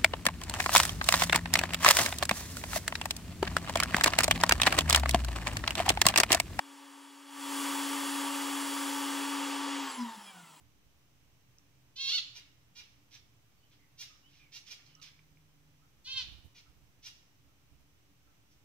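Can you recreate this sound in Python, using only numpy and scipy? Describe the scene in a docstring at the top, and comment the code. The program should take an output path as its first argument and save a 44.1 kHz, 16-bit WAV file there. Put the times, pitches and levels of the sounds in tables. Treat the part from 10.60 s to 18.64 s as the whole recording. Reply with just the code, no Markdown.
"""Finches by the window

Small finches call from a hanging plant by the window of a quiet furnished room, before a two-port microphone.
Two long nasal calls and short quick chirps are harmonics of a syrinx shaped by throat and beak, ringing in
the room. Faint peeps are gliding near-sines and beak or claw ticks are damped rings.
Beneath lie filtered-noise rumble, room hum and hiss, a wavering far drone, thin steady tones,
and noise bumps of the hand on the microphone."""
import sys
import numpy as np
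from scipy import signal
from scipy.io import wavfile
from scipy.ndimage import uniform_filter1d, map_coordinates

SR = 44100
rng = np.random.default_rng(int(sys.argv[2]) if len(sys.argv) > 2 else 0)


def master(y):
    """Save y as 16-bit WAV."""
    cut = np.clip(np.atleast_2d(y).T, -1, 1)
    pcm = np.round(cut * 32767)  # scale
    wavfile.write(sys.argv[1], SR, pcm.astype(np.int16))


N = 354563
T = np.arange(N) / SR

# long calls, one list of points per call: start_s, pitch_hz, level_db, beak_tilt_db_per_octave
LONG_CALL_POINTS = [
    [(1.36, 496, -50.5, 7), (1.39, 531.3, -42.5, -4), (1.415, 544.5, -37, 2.5), (1.465, 536.6, -38, 1),
     (1.49, 547, -31, 0.5), (1.508, 596, -34.5, 3), (1.527, 722, -33, -2), (1.553, 744, -28.5, 1),
     (1.57, 726.6, -36, -0.5), (1.588, 654, -29.5, -2.5), (1.598, 620, -60, -12)],
    [(5.445, 477, -60, 17), (5.462, 489, -48.5, 0), (5.482, 521.3, -43.5, -7), (5.54, 531, -42, -0.5),
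     (5.553, 531.7, -46, -12), (5.578, 526.5, -33.5, -3), (5.607, 506.6, -40.5, -6.5),
     (5.625, 487.6, -42, 1)],
]
# short chirps: start_s, onset_s, fade_s, first_hz, held_hz, first_db, turn_db (where the fade starts),
# beak_tilt_db_per_octave, roughness (0-1, more is clipped)
CHIRP_ROWS = [(1.735, 0.031, 0.026, 421.3, 480, -73.5, -48.5, 4.5, 0.3),
              (2.155, 0.041, 0.019, 468.4, 482.3, -57.5, -52, 2.5, 0.11),
              (2.513, 0.041, 0.021, 469, 480, -62.5, -56, 4.5, .9),
              (3.11, 0.026, 0.018, 479, 470, -72, -68.5, 0, 0.96),
              (3.378, 0.038, 0.016, 448, 477, -61, -42.5, 7.5, 0.01),
              (3.68, .1, .08, 478, 470, -76, -68, 1, 1.05),
              (3.922, .048, .012, 444, 472.9, -56, -48.5, 5, 0.2),
              (4.055, 0.03, .008, 462, 474.3, -67, -52, 4.5, .9),
              (4.095, 0.023, 0.018, 487.5, 478.7, -58.5, -45.5, 5, 0.15),
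              (4.195, .008, 0.032, 474, 464.6, -62, -74, -17, 0.95),
              (4.251, 0.012, 0.081, 463.5, 467.3, -74, -66, 4.5, 0.84),
              (4.42, 0.0072, 0.07, 474, 466, -46.5, -54, 5.5, 0.92),
              (5.951, 0.036, .02, 491.5, 473, -62, -59, 2.5, 0.31),
              (6.425, .043, 0.013, 416, 479.8, -64, -46, 6, 0.1),
              (7.899, 0.019, 0.033, 475, 481, -82, -73, 16, 1.05)]
# throat resonance in the long calls: pitch_hz, relative_level_db
LONG_CALL_THROAT = [(290, -76), (500, -50), (790, -39), (1050, -27.5), (1540, -25.5), (2200, -20),
                    (2700, -7.5), (3200, -2), (3900, -4.5), (4400, 0), (4900, -12.5), (5620, -11),
                    (8020, -32), (15500, -42)]
# throat resonance in the chirps: pitch_hz, relative_level_db
SHORT_CHIRP_THROAT = [(290, -60), (500, -20.5), (900, -21.5), (1770, -13.5), (2330, -6), (3560, -6),
                      (4350, -9), (5860, -8), (7470, -29), (8730, -27.5), (9930, -35), (12100, -29.5),
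                      (15500, -36)]
# faint peeps: start_s, length_s, start_hz, end_hz, level_db (before the breathy flutter)
PEEP_ROWS = [(2.956, 0.056, 4410, 4530, -86), (3.013, 0.063, 2930, 3074, -80.5),
             (3.178, 0.079, 2090, 2050, -78), (3.493, .03, 1216, 1271, -77),
             (3.55, 0.012, 1274, 1209, -73.5), (3.622, 0.075, 2760, 3210, -73),
             (3.729, 0.017, 2900, 2740, -74), (3.79, 0.059, 2432, 2377, -73),
             (3.819, 0.0705, 2420, 2170, -74.5), (4.27, 0.18, 3090, 2820, -81.5),
             (4.358, 0.067, 1254, 1289, -75.5), (5.211, 0.043, 1222, 1406, -78),
             (6.053, 0.032, 1360, 1313, -79.5), (6.868, 0.047, 1340, 1325, -84.5),
             (7.653, 0.081, 1357, 1310, -85.5)]
# beak and claw ticks: start_s, peak_db (before damping), ring_hz, t60_s
TICK_ROWS = [(.985, -43, 5800, .005), (4.264, -52, 4325, .013), (4.352, -46, 5720, .012),
             (4.4, -53, 4000, .006), (4.592, -52, 2310, .014), (4.772, -57, 2300, .016)]
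# where the calls stand between the ports: time_s, left_minus_right_db, right_port_lag_samples
CALL_FACING = [(1.4, -3.5, 2.5), (1.55, -3.5, 2.5), (2.2, -7, 2.5), (3.4, -3.5, 2.5), (4.4, -9.5, 2),
               (5.5, 0, -3), (5.9, 0, 1.5), (6.45, -4, 2)]
# decay time of the furnished room: pitch_hz, t60_s
ROOM_DECAY = [(800, 1), (3000, 0.56), (4500, 0.54), (6500, 0.59), (12000, 0.33)]
# bumps of the hand on the microphone: peak_s, level_db (before the balance of the ports)
HAND_BUMPS = [(.012, -61), (.075, -68), (.17, -74), (.26, -74), (5.485, -68), (5.56, -58), (5.629, -59),
              (5.68, -57.5), (5.73, -57.5), (5.785, -59.5), (5.86, -55), (6.089, -68.5), (6.171, -65.5),
              (6.23, -64.5), (6.29, -69.5), (6.87, -72), (7.135, -65.5), (7.21, -66)]
# spectrum of a hand bump: pitch_hz, relative_level_db_per_hz
HAND_SPECTRUM = [(15, -42), (25, -30), (44, -7), (64, -1), (124, -12), (288, -19.5), (432, -34),
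                 (900, -30.5), (1170, -61), (1980, -120)]
# far drone: time_s, pitch_hz, level_db (before wavering and balance)
DRONE_PATH = [(0, 125, -101), (.5, 128, -75.5), (1.8, 123, -78), (3.0, 117.2, -75), (3.6, 135.3, -83),
              (3.85, 143.9, -69), (4.1, 148.4, -107), (4.35, 152, -71.5), (5.2, 151.8, -72),
              (5.4, 149.3, -99), (8.04, 142.5, -101)]
# room modes singing in the rumble: pitch_hz, width_hz, level_db (rms, before balance)
ROOM_MODES = [(122, 23, -76), (285.9, 13, -81)]
# spectrum of room rumble and microphone hiss: pitch_hz, relative_level_db_per_hz
FLOOR_SPECTRUM = [(15, -40), (25, -22.5), (53, -7), (123, -7.5), (156, -10), (247, -21), (283, -18),
                  (585, -23.5), (1310, -23), (1500, -25.5), (2650, -22.5), (5060, -30.5), (5950, -25),
                  (8440, -36), (15700, -31)]
# thin steady tones: pitch_hz, level_db (rms)
WHINE_TONES = [(6024, -91.5), (6202, -102), (7973, -100)]
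# likeness of the two ports in the noises: pitch_hz, correlation (-1 to 1)
PORT_LIKENESS = [(60, 0.65), (180, 0.51), (550, 0.42), (1650, -0.064), (4970, -0.11), (15000, -0.062)]
# balance of the two ports in the noises: pitch_hz, left_minus_right_db
PORT_BALANCE = [(60, -12.5), (180, 4.5), (550, 0), (1650, -1), (4970, -4), (15000, 0)]

CLEAR_ROUGH, ROUGH_PER_GLIDE = 0.004, 0.01   # roughness of a held pitch; added per octave a second of glide
PITCH_SHARE, SAG_HZ = .75, 6   # the held pitch is reached at this share of the onset, and sags in the fade
CLOSING_TILT_DB = -10.5   # dB per octave added as the beak shuts in the fade
FADE_DB = 11.5   # a chirp ends this far under its level at the start of the fade
BUMP_S = 0.016   # standard deviation of a bump's bell shape
FLOOR_DB = -70
CUTOFF_HZ = 16100
OFFSET = -.0003   # recorder zero offset, full scale = 1


def voice(calls, throat, edge_s, rasp_hz, closing_s, spread):
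    """Pulses of the syrinx as harmonics weighed by the throat; roughness scatters each harmonic into noise."""
    pitch, level_db, tilt_db, rough = in_time(np.concatenate(calls))
    sounding = sum((T >= rows[0][0]) & (T <= rows[-1][0]) for rows in calls) > 0
    gate = uniform_filter1d(sounding * 1., size=round(edge_s * SR))
    on = gate > 1e-6
    pitch, level_db = uniform_filter1d([pitch, level_db], size=400)
    phase = 2 * np.pi * np.cumsum(pitch[on]) / SR
    order = np.arange(1, 35)[:, None]
    hz = order * pitch[on]

    # the beak colours the middle range
    beak_db = tilt_db[on] * np.log2(np.clip(hz, 1800, 7000) / 3500)
    strength = from_db(at_hz(throat, hz) + beak_db) * (hz < CUTOFF_HZ)
    strength = strength / np.sqrt((strength ** 2).sum(0) / 2)

    # the voice breaks up as the syrinx closes, just before the call stops
    n_closing = round(closing_s * SR)
    still_open = uniform_filter1d(np.roll(sounding * 1., -n_closing), size=n_closing)
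    closing = (1 - still_open) * np.roll(sounding, n_closing)
    rough = np.clip(rough + closing, 0, 1)[on]

    # neighbouring harmonics scatter apart
    rasps = np.array([rasp(rasp_hz)[on] for _ in range(4)])
    scatter = rasps[order[:, 0] % 4]
    strength = strength * (np.sqrt(1 - rough) + np.sqrt(rough) * scatter)

    # the windpipe delays the high harmonics, which smears each pulse
    out = np.zeros(N)
    out[on] = (strength * np.cos(order * phase - spread * order ** 2)).sum(0)
    return out * gate * from_db(level_db)


def long_call(rows):
    """Controls of a long call: the voice roughens while its pitch glides."""
    s, hz = np.transpose(rows)[:2]
    glide = np.abs(np.gradient(np.log2(hz), s))   # octaves a second
    return np.column_stack([rows, CLEAR_ROUGH + ROUGH_PER_GLIDE * glide])


def chirp(s, onset_s, fade_s, first_hz, held_hz, first_db, turn_db, tilt_db, rough):
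    """Controls of a chirp: the level moves from first_db to turn_db, mostly swelling,
    twice fading from a loud start, while the pitch glides to held_hz; then the beak shuts."""
    held_s = s + PITCH_SHARE * onset_s
    held_db = first_db + PITCH_SHARE * (turn_db - first_db)
    turn_s = s + onset_s
    return [(s, first_hz, first_db, tilt_db, rough),
            (held_s, held_hz, held_db, tilt_db, rough),
            (turn_s, held_hz, turn_db, tilt_db, rough),
            (turn_s + fade_s, held_hz - SAG_HZ, turn_db - FADE_DB, tilt_db + CLOSING_TILT_DB, rough)]


def peeps(breathy):
    """Short gliding whistles that swell and fade, unsteady in strength."""
    out = np.zeros(N)
    for s, length_s, start_hz, end_hz, level_db in PEEP_ROWS:
        n = round(length_s * SR)
        phase = 2 * np.pi * np.cumsum(np.linspace(start_hz, end_hz, n)) / SR
        swell = 2 * np.sqrt(np.hanning(n))   # makes the level an rms
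        out[round(s * SR):][:n] += from_db(level_db) * swell * np.sin(phase)
    return out * (1 + breathy * rasp(190))


def ticks():
    """Each tick is one quickly damped ring with a soft start."""
    out, t = np.zeros(N), T[:2000]
    for s, peak_db, hz, t60 in TICK_ROWS:
        shape = (1 - np.exp(-t / 0.0001)) * from_db(peak_db - 60 * t / t60)
        out[round(s * SR):][:len(t)] += shape * np.sin(2 * np.pi * hz * t)
    return out


def at_ports(birds):
    """Direct sound at the two ports: they differ in level and in arrival time."""
    pan_db, lag = in_time(CALL_FACING)
    right = map_coordinates(birds + 1e-18, [np.arange(N) - lag], order=3)
    return from_db([pan_db / 2, -pan_db / 2]) * np.stack([birds, right])


def room(x, early_db, early_t60, late_db, blur):
    """Quick reflections from window and wall, then a tail that dies band by band, unlike on the two sides."""
    t, white = T[:SR], rng.standard_normal((2, 2, SR))
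    late = 0
    for hz, sos in bands(380, 15000):
        late = late + signal.sosfilt(sos, white[0]) * from_db(-60 * t / at_hz(ROOM_DECAY, hz))
    early = white[1] * from_db(-60 * t / early_t60)
    onset = np.clip((t - .001) / 0.0027, 0, 1)
    late, early = late * onset, early * onset
    late, early = (e / np.sqrt((e ** 2).sum(1, keepdims=True)) for e in (late, early))

    # bird and microphone keep moving, so the lines of the tail are blurred
    blurred = x * (np.sqrt(1 - blur) + np.sqrt(blur) * rasp(250))
    tail = signal.fftconvolve(blurred[None], late, axes=1)[:, :N]
    reflections = signal.fftconvolve(x[None], early, axes=1)[:, :N]
    return from_db(early_db) * reflections + from_db(late_db) * tail


def hand():
    """Fingers shifting on the case: bumps that reach mostly the right port, and a faint rustle."""
    level = sum(from_db(db) * np.exp(-.5 * ((T - s) / BUMP_S) ** 2) for s, db in HAND_BUMPS)
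    treble = signal.butter(2, 9000, "high", fs=SR, output="sos")
    rustle = signal.sosfilt(treble, rng.standard_normal((2, N)))
    thud = sides(-11.5) * noise(HAND_SPECTRUM, 25.7, 900, patchy_db=1.0)
    return level * (thud + from_db(-13.0) * rustle)


def drone():
    """A far engine note, one sine that wavers in strength."""
    hz, level_db = in_time(DRONE_PATH)
    strength = np.sqrt(2) * from_db(level_db + 1.5 * drift(3.5))
    return strength * np.sin(2 * np.pi * np.cumsum(hz) / SR)


def hum():
    """Room modes: noise through narrow low resonances."""
    out = 0
    for hz, width_hz, db in ROOM_MODES:
        r = np.exp(-np.pi * width_hz / SR)
        poles = [1, -2 * r * np.cos(2 * np.pi * hz / SR), r * r]
        ringing = signal.lfilter([1, 0, -1], poles, rng.standard_normal(N))
        out = out + from_db(db) * rms_one(ringing)
    return out


def noise(spectrum, low_hz, high_hz, patchy_db):
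    """Bands of stereo noise, each with its own level, likeness and balance, swelling together from rms 1."""
    out, white = 0, rng.standard_normal((2, 2, N))
    for k, (hz, sos) in enumerate(bands(low_hz, high_hz)):
        mid, side = signal.sosfilt(sos, white[k % 2])
        alike = at_hz(PORT_LIKENESS, hz)
        gain = from_db(at_hz(spectrum, hz)) * sides(at_hz(PORT_BALANCE, hz))
        out = out + gain * (np.sqrt(1 + alike) * mid + np.sqrt(1 - alike) * side * [[1], [-1]])
    return out / out.mean(0).std() * from_db(patchy_db * drift(3.6))


def whine():
    """Thin steady tones, slightly unsteady in phase."""
    out = 0
    for hz, db in WHINE_TONES:
        out = out + np.sqrt(2) * from_db(db) * np.sin(2 * np.pi * hz * T + 0.92 * drift(10.6))
    return out


def rasp(hz):
    """Noise cut steeply above hz; rms 1."""
    return rms_one(signal.sosfilt(signal.butter(6, hz, fs=SR, output="sos"), rng.standard_normal(N)))


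def drift(hz):
    """Noise slower than hz; rms 1."""
    r = np.exp(-2 * np.pi * hz / SR)
    slow = signal.lfilter([1], [1, -2 * r, r * r], rng.standard_normal(N + SR))
    return rms_one(slow[SR:])   # the filter settles in the first second


def bands(low_hz, high_hz):
    """Third-octave band-passes with their centres."""
    edges = low_hz * 2 ** np.arange(0, np.log2(high_hz / low_hz) + 1 / 3, 1 / 3)
    return [(np.sqrt(a * b), signal.butter(2, [a, b], "band", fs=SR, output="sos"))
            for a, b in zip(edges, edges[1:])]


def sides(pan_db):
    """Left and right gains for a level difference, left minus right."""
    return from_db([[pan_db / 2], [-pan_db / 2]])


def in_time(rows):
    """Columns of a table joined by straight lines."""
    s, *columns = np.transpose(rows)
    return [np.interp(T, s, c) for c in columns]


def at_hz(points, hz):
    """A spectrum read on a log-frequency axis."""
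    points_hz, values = np.transpose(points)
    return np.interp(np.log(hz), np.log(points_hz), values)


def from_db(db):
    """Decibels as an amplitude factor."""
    return 10 ** (np.asarray(db) / 20)


def rms_one(x):
    """A signal scaled to rms 1."""
    return x / np.sqrt(np.mean(x ** 2) + 1e-20)


def scene():
    """Birds by the window with their echo, then the hand and the quiet room."""
    loud = voice([long_call(rows) for rows in LONG_CALL_POINTS], LONG_CALL_THROAT,
                 edge_s=.008, rasp_hz=290, closing_s=0.0041, spread=0.21)
    soft = voice([chirp(*row) for row in CHIRP_ROWS], SHORT_CHIRP_THROAT,
                 edge_s=0.015, rasp_hz=290, closing_s=0.0074, spread=0.12)
    soft += peeps(breathy=0.65)
    near = ticks()
    direct = at_ports(loud + soft + near)

    # soft chirps are not aimed at the microphone, so more of them arrives by the walls
    sent = .85 * loud + 1.25 * soft + .3 * near
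    echo = sides(-3.0) * room(sent, early_db=-2.0, early_t60=0.18, late_db=-6.0, blur=0.86)

    low_tones = (drone() + hum()) * sides(-3.0)
    floor = from_db(FLOOR_DB) * noise(FLOOR_SPECTRUM, 25, 16500, patchy_db=.15)
    return direct + echo + hand() + low_tones + floor + whine()


def record(dry):
    """The recorder cuts the top; its zero sits slightly low."""
    low_pass = signal.cheby2(20, 70, CUTOFF_HZ, fs=SR, output="sos")
    return signal.sosfilt(low_pass, dry + OFFSET)


dry = scene()
out = record(dry)
master(out)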